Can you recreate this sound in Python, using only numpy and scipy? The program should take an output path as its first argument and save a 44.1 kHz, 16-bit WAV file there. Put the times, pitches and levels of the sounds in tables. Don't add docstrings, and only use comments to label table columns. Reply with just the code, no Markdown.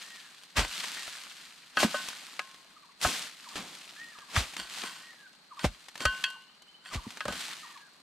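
import sys
import numpy as np
from scipy import signal
from scipy.fft import rfft, irfft, next_fast_len
from scipy.io import wavfile

SR = 44100
rng = np.random.default_rng(int(sys.argv[2]) if len(sys.argv) > 2 else 0)


def wav_record(signal):
    frames = np.transpose(np.atleast_2d(signal))
    bounded = np.clip(frames, -1, 1)
    quanta = np.round(bounded * 32767).astype(np.int16)
    wavfile.write(sys.argv[1], SR, quanta)


N = 353814
TIME = np.arange(N) / SR
AGE = TIME[:SR // 3]

# f/Hz, level/dB
STEREO_WIDTH = [(100, -19), (500, -15), (1200, -16), (2200, -10.5), (4500, -8.5), (8000, -7),
                (12500, -11.5)]
# f/Hz, level/dB
STEREO_LEAN = [(100, -0.7), (1200, 0), (2200, 2), (4500, 1.5), (8000, -2), (12500, -4)]
# f/Hz, relative level/dB
AIR_TONE = [(15, -47), (25, -2), (97, -13.5), (166, 4.5), (607, -4.5), (1070, 0), (1610, -1), (3340, -10.5),
            (4250, 4.5), (6920, -36.5), (8830, -25), (12200, -66), (16000, -50)]
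RUSTLE_TONE = [(200, -28), (700, -10), (1300, 0.5), (2000, 1.5), (3200, 3), (4400, 2), (5600, -3),
               (8600, -5), (10300, -11.5), (12500, -13.5), (16000, -32.5)]
CRUMB_TONE = [(25, -23), (90, -17.5), (170, 7), (280, 5.5), (420, -2), (700, 2.5), (1200, 3), (2500, -19.5)]
EARTH_TONE = [(20, -27), (50, 5), (130, -3), (260, 1), (420, -13), (900, -26), (3000, -57)]
TEARING_TONE = [(60, -1), (200, 3), (420, 0), (700, 3), (1400, 2.5), (3000, 2), (5000, -3), (8500, -8.5),
                (10500, -16), (13000, -19), (16000, -39)]
# t/s, relative level/dB
PIP_RUNS = [(2.763, -55), (3.448, -49), (4.151, -50), (4.828, -47), (5.507, -47), (6.214, -47),
            (6.91, -46.5), (7.629, -46.5)]
PIP_GLIDE = [1300, 1203, 990, 880]
# t/s, relative level/dB
WHISTLE_CALLS = [(0.021, -54), (0.899, -54), (3.96, -52.5), (4.97, -55), (7.581, -55.5)]
# start t/s, build-up/s, fade/(dB per s), rustle level/dB, crumb level/dB
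SPILLS = [(-.2, 0.033, 23.5, -46, -60.5), (.58, .18, 23.5, -38, -54.5), (1.8, 0.069, 30.5, -38.5, -51),
          (3.02, 0.13, 84, -37.5, -52), (3.33, 0.21, 18.5, -47, -57.5), (4.271, 0.05, 23, -46, -54.5),
          (4.65, 0.12, 63, -40, -51.5), (5.52, 0.1, 24, -54.5, -70), (5.9, 0.28, 89, -46.5, -56),
          (6.83, 0.28, 25, -52, -58), (7.25, 0.15, 60, -38.5, -53)]
# t/s, level/dB, rise/s, fall/s
EARTH_THUMPS = [(1.772, -33, 0.0022, 0.0089), (1.839, -24.5, 0.005, 0.018), (2.403, -50, 0.006, 0.011),
                (3.053, -35, .005, 0.043), (3.573, -46.5, 0.0056, 0.098), (4.599, -46.5, 0.015, 0.016),
                (4.839, -47, 0.015, 0.015), (5.646, -28.5, 0.0037, 0.0096), (6.007, -40.5, 0.0064, 0.035),
                (6.955, -40, 0.0066, 0.0085), (7.288, -37, 0.0061, 0.037)]
# t/s, relative level/dB, centre f/Hz
CLODS = [(0.435, -37.5, 3900), (0.647, -22, 1200), (.839, -23, 2400), (1.078, -29.5, 1160),
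         (2.086, -23, 6100), (2.544, -39, 1490), (3.014, -23.5, 4500), (4.186, -33, 1530),
         (4.536, -33, 3000), (4.566, -24, 2600), (4.836, -23, 1060), (5.884, -31, 3120),
         (5.955, -29.5, 1400), (5.977, -32, 3500), (6.005, -24, 1300), (6.02, -29, 4480),
         (6.039, -46, 3220), (6.302, -35, 9000), (6.621, -43.5, 4000), (7.105, -35, 3970),
         (7.172, -30, 1800), (7.254, -27, 1300), (7.281, -24, 2200), (7.324, -22, 1300)]
# f/Hz, relative level/dB, time to fade 60 dB/s
BLADE_TONES = [(1070, -6, 0.91), (1510, -3, 0.69), (1668, -21.5, 0.46), (1896, -11, 0.15),
               (2080, -27, 0.19), (2820, -12, 0.97), (3140, -47, 0.28), (3125, -11.5, 0.4),
               (3200, -13.5, 0.36), (4460, -9.5, 0.24), (7380, -18, 0.058), (8680, -16.5, .1)]
# f/Hz, relative level/dB, time to fade 60 dB/s
HANDLE_TONES = [(243, -3, 0.088), (595, 1.5, 0.042), (741, -2.5, 0.059), (1050, -14.5, 0.06),
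                (1257, -1, 0.064), (1646, -4, 0.084), (1910, -4, 0.025), (2076, -15, 0.054),
                (2600, -7, 0.066), (3295, -7.5, 0.059), (4050, -17, 0.034), (4480, -20, 0.057),
                (6900, -22, 0.044)]
# peak t/s, level/dB, rise/s, fall/s
SCRAPES = [(0.599, -35, .01, .04), (1.807, -31.5, 0.0065, 0.017), (4.595, -40.5, 0.016, 0.052),
           (4.85, -45, 0.056, 0.11), (5.604, -46.5, 0.0074, 0.036), (6.028, -39, 0.021, 0.029),
           (6.876, -49.5, 0.022, 0.063), (7.308, -47, 0.033, .08)]
# t/s, centre f/Hz, crack/dB, clack/dB, ring/dB, extra twist/dB, longest ring the soil's grip allows/s
KNOCKS = [(1.7706, 1720, -23.5, -20, -21, -10, 0.45), (1.830, 960, -20, -17, -31, 0, 0.18),
          (1.943, 700, -42, -24, -23.5, -7.5, 0.59), (2.3931, 1600, -23.5, -31.5, -50, 7, 10),
          (3.048, 780, -21, -20, -23.5, 3, 0.15), (4.3634, 1370, -18.5, -26, -42, 2, 0.22),
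          (5.593, 2400, -34.5, -40, -58, 3, 0.56), (5.644, 616, -20, -23.5, -36, 2, 0.076),
          (6.0525, 1300, -26.5, -21, -19, -9, 0.97), (6.2395, 3200, -23.5, -15, -26, -4.5, 1.2),
          (6.858, 2190, -47, -38, -63, -9, .51), (7.206, 1700, -28.5, -31, -39.5, -8, 0.44),
          (7.255, 750, -34, -30.5, -56, -6, 1.1), (7.283, 820, -40.5, -29.5, -34, -16, .74)]
# t/s, level/dB, starting f/Hz, final f/Hz, fade/s
THUDS = [(0.579, -25, 85, 40, 0.044), (1.8461, -14, 232, 184, .007), (3.051, -30, 340, 50, 0.018),
         (4.374, -25, 126, 48.2, .033), (4.595, -55, 100, 45, 0.04), (5.643, -24, 235, 42, 0.031),
         (6.055, -28.5, 148, 39.3, 0.026), (6.955, -29, 163, 35.7, 0.029), (7.067, -33.5, 252, 177, 0.011),
         (7.259, -43, 161, 60.3, 0.055)]
# full-depth t/s, level/dB, rise/s, hold/s, fall/s, tilt/(dB per octave)
CUTS = [(0.57, -25, 0.0052, 0.025, 0.028, 0), (1.803, -27, 0.016, 0.039, 0.016, 2),
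        (3.031, -27.5, 0.0098, 0.01, 0.092, 3), (3.557, -35.5, 0.0018, 0.0029, 0.042, 0),
        (4.363, -28.5, .014, 0.025, 0.035, 0.76), (5.647, -29.5, 0.0088, 0.0082, 0.012, 0.5),
        (6.054, -22.5, 0.0016, 0.0032, 0.0045, 0.5), (6.94, -34.5, 0.013, .009, 0.017, 0.5)]


def from_db(db):
    return 10 ** (np.asarray(db) / 20)


def unit_power(x):
    return x / np.sqrt(np.mean(x ** 2) + 1e-20)


def at_hz(points, hz):
    table_hz, table_db = np.transpose(points)
    return np.interp(np.log(hz), np.log(table_hz), table_db)


def hump(hz, centre_hz, slope_db):
    return -slope_db * (np.hypot(1, np.log2(hz / centre_hz)) - 1)


def add(out, s, sound):
    start = max(round(s * SR), 0)
    part = sound[..., :max(N - start, 0)]
    out[:, start:start + part.shape[-1]] += part


def add_swell(out, sound, s, rise, fall, hold=0):
    lead = AGE[-1] / 4
    growing = (AGE - lead) / rise
    dying = (lead + hold - AGE) / fall
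    add(out, s - lead, sound * np.exp(np.minimum(0, np.minimum(growing, dying))))


def drift(size, per_s):
    turns = rng.standard_normal(int(size / SR * per_s) + 3)
    return unit_power(np.interp(np.arange(size) / SR * per_s, np.arange(len(turns)), turns))


def grains(size, per_s, spread_db):
    hits = rng.random(size) < per_s / SR
    strength = from_db(spread_db * np.minimum(rng.exponential(1, size), 5))
    return hits * strength * rng.standard_normal((2, size))


def colour(pair, tone, wider_db=0):
    size = pair.shape[1]
    padded = next_fast_len(size)
    hz = np.maximum(np.arange(padded // 2 + 1) * SR / padded, 1)
    middle, side = rfft(pair, padded) * from_db(tone(hz))
    signs = np.array([[1], [-1]])
    ears = middle + signs * side * from_db(at_hz(STEREO_WIDTH, hz) + wider_db)
    ears *= from_db(signs * at_hz(STEREO_LEAN, hz) / 2)
    return unit_power(irfft(ears, padded)[:, :size])


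def ring(hz, db, fade_s):
    age = TIME[:int(SR * np.max(fade_s)), None]
    height = from_db(db) * rng.choice([-1, 1], len(hz))
    fading = np.exp(-np.log(1000) * age / fade_s)
    return np.sum(height * fading * np.sin(2 * np.pi * hz * age), axis=1)


def thin_bass(sound, pitch_hz):
    return signal.sosfilt(signal.butter(2, pitch_hz / 3, "high", fs=SR, output="sos"), sound)


def hillside(sound, fade_s, echo_db):
    age = TIME[:SR]
    bounces = grains(SR, per_s=3000, spread_db=2.0)
    echoes = colour(bounces, lambda hz: -10 * np.log10(1 + (hz / 6000) ** 2), wider_db=13.5)
    echoes *= np.exp(-np.log(1000) * age / fade_s) * (age > .006)
    echoes = unit_power(echoes) / np.sqrt(SR)
    return sound + from_db(echo_db) * signal.fftconvolve(sound, echoes, axes=1)[:, :N]


def air(level_db=-62):
    noise = rng.standard_normal((2, N))
    return from_db(level_db) * colour(noise, lambda hz: at_hz(AIR_TONE, hz), wider_db=11.5)


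def bird_note(length_s, glide_hz):
    progress = np.linspace(0, 1, max(int(length_s * SR), 2))
    pitch = np.interp(progress, np.linspace(0, 1, len(glide_hz)), glide_hz)
    pitch *= 1 + 0.012 * drift(len(pitch), per_s=170)
    return np.sin(2 * np.pi * np.cumsum(pitch) / SR) * np.sqrt(np.abs(np.sin(np.pi * progress)))


def birds(pip_step_s=0.063, pip_fade_db=2, pip_sink=0.042, waver_db=4.5):
    out = np.zeros((2, N))
    for s, db in PIP_RUNS:
        for k in range(3):
            pip = bird_note(0.0378, np.array(PIP_GLIDE) * (1 - pip_sink * k))
            pip *= np.linspace(1.25, .4, len(pip))
            add(out, s + k * pip_step_s, from_db(db - k * pip_fade_db) * pip)
    for s, db in WHISTLE_CALLS:
        add(out, s, from_db(db) * bird_note(.18, [1600, 1820, 1886, 1880, 1860, 1660]))
        add(out, s + 0.19, from_db(db - 3.5) * bird_note(0.12, [1631, 1680, 1600, 1457]))
    for s in np.linspace(6.345, 7.0, num=11):
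        add(out, s, from_db(-60) * bird_note(0.033, [2900, 3020, 3130]))
    return out * from_db(waver_db * drift(N, per_s=48))


def soil_flow(rounding_db=3):
    rustle_power, tumble_power = from_db(-67) ** 2, from_db(-71) ** 2
    for s, build_s, fade_db_per_s, rustle_db, crumbs_db in SPILLS:
        building = np.clip((TIME - s) / build_s, 0, 1)
        past_peak = np.maximum(TIME - s - build_s, 0)
        flow = building * from_db(rounding_db - np.hypot(rounding_db, fade_db_per_s * past_peak))
        rustle_power += (flow * from_db(rustle_db)) ** 2
        tumble_power += (flow * from_db(crumbs_db)) ** 2
    return np.sqrt(rustle_power), np.sqrt(tumble_power)


def crumbling(lumps_per_s=16, burst_s=0.0055):
    out = np.zeros((2, N))
    for centre_hz in np.geomspace(1400, 6000, num=3):
        breaks = (rng.random(N) < lumps_per_s / SR) * rng.uniform(0.27, 1, N)
        spray = unit_power(signal.lfilter([1], [1, -np.exp(-1 / (burst_s * SR))], breaks + 1e-18))
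        noise = rng.standard_normal((2, N))
        out += spray * colour(noise, lambda hz: at_hz(RUSTLE_TONE, hz) + hump(hz, centre_hz, 11))
    return unit_power(out)


def pebbles():
    out = np.zeros((2, N))
    for pitch_hz in np.geomspace(650, 3400, num=7):
        taps = grains(N, per_s=18, spread_db=3.4)[0]
        out += signal.lfilter(*signal.iirpeak(pitch_hz, Q=5, fs=SR), taps + 1e-18) / np.sqrt(pitch_hz)
    return unit_power(out)


def sliding_soil():
    rustle, tumbling = soil_flow()
    sand = colour(grains(N, per_s=9000, spread_db=-1), lambda hz: at_hz(RUSTLE_TONE, hz), wider_db=1.5)
    sand *= from_db(-0.84 + 0.83 * drift(N, per_s=61))
    ticks = grains(N, per_s=130, spread_db=1)
    grit = colour(ticks, lambda hz: at_hz(RUSTLE_TONE, hz) + 0.73 * np.log2(hz))
    crumbs = colour(grains(N, per_s=3300, spread_db=1.5), lambda hz: at_hz(CRUMB_TONE, hz), wider_db=9.5)
    crumbs *= from_db(-2 + 2 * drift(N, per_s=56))
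    coarse = crumbs + from_db(-4) * pebbles()
    fine = sand + from_db(-9) * grit + from_db(-8) * crumbling()
    return rustle * fine + tumbling * coarse


def earth_thumps():
    out = np.zeros((2, N))
    for s, db, rise, fall in EARTH_THUMPS:
        hits = grains(len(AGE), per_s=3700, spread_db=0.5)
        crumbs = colour(hits, lambda hz: at_hz(CRUMB_TONE, hz) + hump(hz, 270, slope_db=6.5))
        add_swell(out, from_db(db) * crumbs, s, rise, fall)
    return out


def clods(gain_db=-7, fade_s=0.0061):
    out, age = np.zeros((2, N)), TIME[:SR // 10]
    for s, db, centre_hz in CLODS:
        bits = grains(len(age), per_s=16000, spread_db=3.0)
        burst = colour(bits, lambda hz: hump(hz, centre_hz, slope_db=4) + 0.64 * at_hz(TEARING_TONE, hz))
        add(out, s, from_db(db + gain_db) * np.exp(-age / fade_s) * burst)
    return out


def scrapes(width_hz=45, treble_db=2, rasp_db=-5):
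    out = np.zeros((2, N))
    for s, db, rise, fall in SCRAPES:
        grit = grains(len(AGE), per_s=3800, spread_db=3.5)
        steel = np.zeros(len(AGE))
        for tone_hz, tone_db, _ in BLADE_TONES:
            ringing = signal.lfilter(*signal.iirpeak(tone_hz, tone_hz / width_hz, fs=SR), grit[0])
            steel += from_db(tone_db + treble_db * np.log2(tone_hz / 1500)) * ringing
        rasp = from_db(rasp_db) * colour(grit, lambda hz: at_hz(RUSTLE_TONE, hz))
        add_swell(out, from_db(db) * (unit_power(steel) + rasp), s, rise, fall)
    return out


def knocks(crack_s=0.0047, bounce_s=.0028):
    out = np.zeros((2, N))
    wood_hz, wood_db, wood_fade_s = np.transpose(HANDLE_TONES)
    steel_hz, steel_db, steel_fade_s = np.transpose(BLADE_TONES)
    twisting = np.arange(len(BLADE_TONES)) == 0
    for s, hit_hz, crack_db, clack_db, ring_db, twist_db, grip_s in KNOCKS:
        noise = rng.standard_normal((2, len(AGE)))
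        crack = colour(noise, lambda hz: hump(hz, hit_hz, slope_db=10) + .6 * at_hz(TEARING_TONE, hz))
        add(out, s, thin_bass(from_db(crack_db) * np.exp(-AGE / crack_s) * crack, hit_hz))
        wood_share_db = wood_db + hump(wood_hz, hit_hz, slope_db=16.5)
        for delay, db in ((0, -2), (bounce_s, -4)):
            clack = ring(wood_hz, clack_db + db + wood_share_db, wood_fade_s)
            add(out, s + delay, thin_bass(clack, hit_hz))
        steel_share_db = steel_db + twist_db * twisting + hump(steel_hz, hit_hz, slope_db=6)
        clang = ring(steel_hz, ring_db + steel_share_db, fade_s=1 / (1 / steel_fade_s + 1 / grip_s))
        add(out, s, thin_bass(clang, hit_hz) * from_db([[.6], [-.6]]))
    return out


def thuds(sink_s=.013, rumble_db=-6):
    out = np.zeros((2, N))
    for s, db, start_hz, end_hz, fade_s in THUDS:
        pitch = end_hz + (start_hz - end_hz) * np.exp(-AGE / sink_s)
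        swing = np.sin(2 * np.pi * np.cumsum(pitch) / SR)
        noise = rng.standard_normal((2, len(AGE)))
        rumble = colour(noise, lambda hz: at_hz(EARTH_TONE, hz) + hump(hz, end_hz, slope_db=8.5))
        strength = (1 - np.exp(-AGE / 0.0011)) * np.exp(-(AGE / fade_s) ** np.sqrt(2))
        add(out, s, thin_bass(from_db(db) * strength * (swing + from_db(rumble_db) * rumble), end_hz))
    return out


def cuts():
    out = np.zeros((2, N))
    for s, db, rise, hold, fall, tilt_db in CUTS:
        snaps = grains(len(AGE), per_s=9000, spread_db=-0.5)
        tearing = colour(snaps, lambda hz: at_hz(TEARING_TONE, hz) + tilt_db * np.log2(hz / 2000))
        add_swell(out, from_db(db) * tearing, s, rise, fall, hold)
    return out


def scene():
    background = air() + hillside(birds(), fade_s=0.58, echo_db=-7.5)
    digging = earth_thumps() + clods() + scrapes() + knocks() + thuds() + cuts()
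    return background + sliding_soil() + hillside(digging, fade_s=0.22, echo_db=-24.5)


def record(dry, cutoff_hz=16300):
    lag = np.exp(-1j * np.pi * np.arange(N // 2 + 1) / N)
    left = irfft(rfft(dry[0]) * lag, N)
    treble_cut = signal.cheby2(16, 70, cutoff_hz, fs=SR, output="sos")
    return signal.sosfilt(treble_cut, np.array([left, dry[1]]))


dry = scene()
out = record(dry)
wav_record(out)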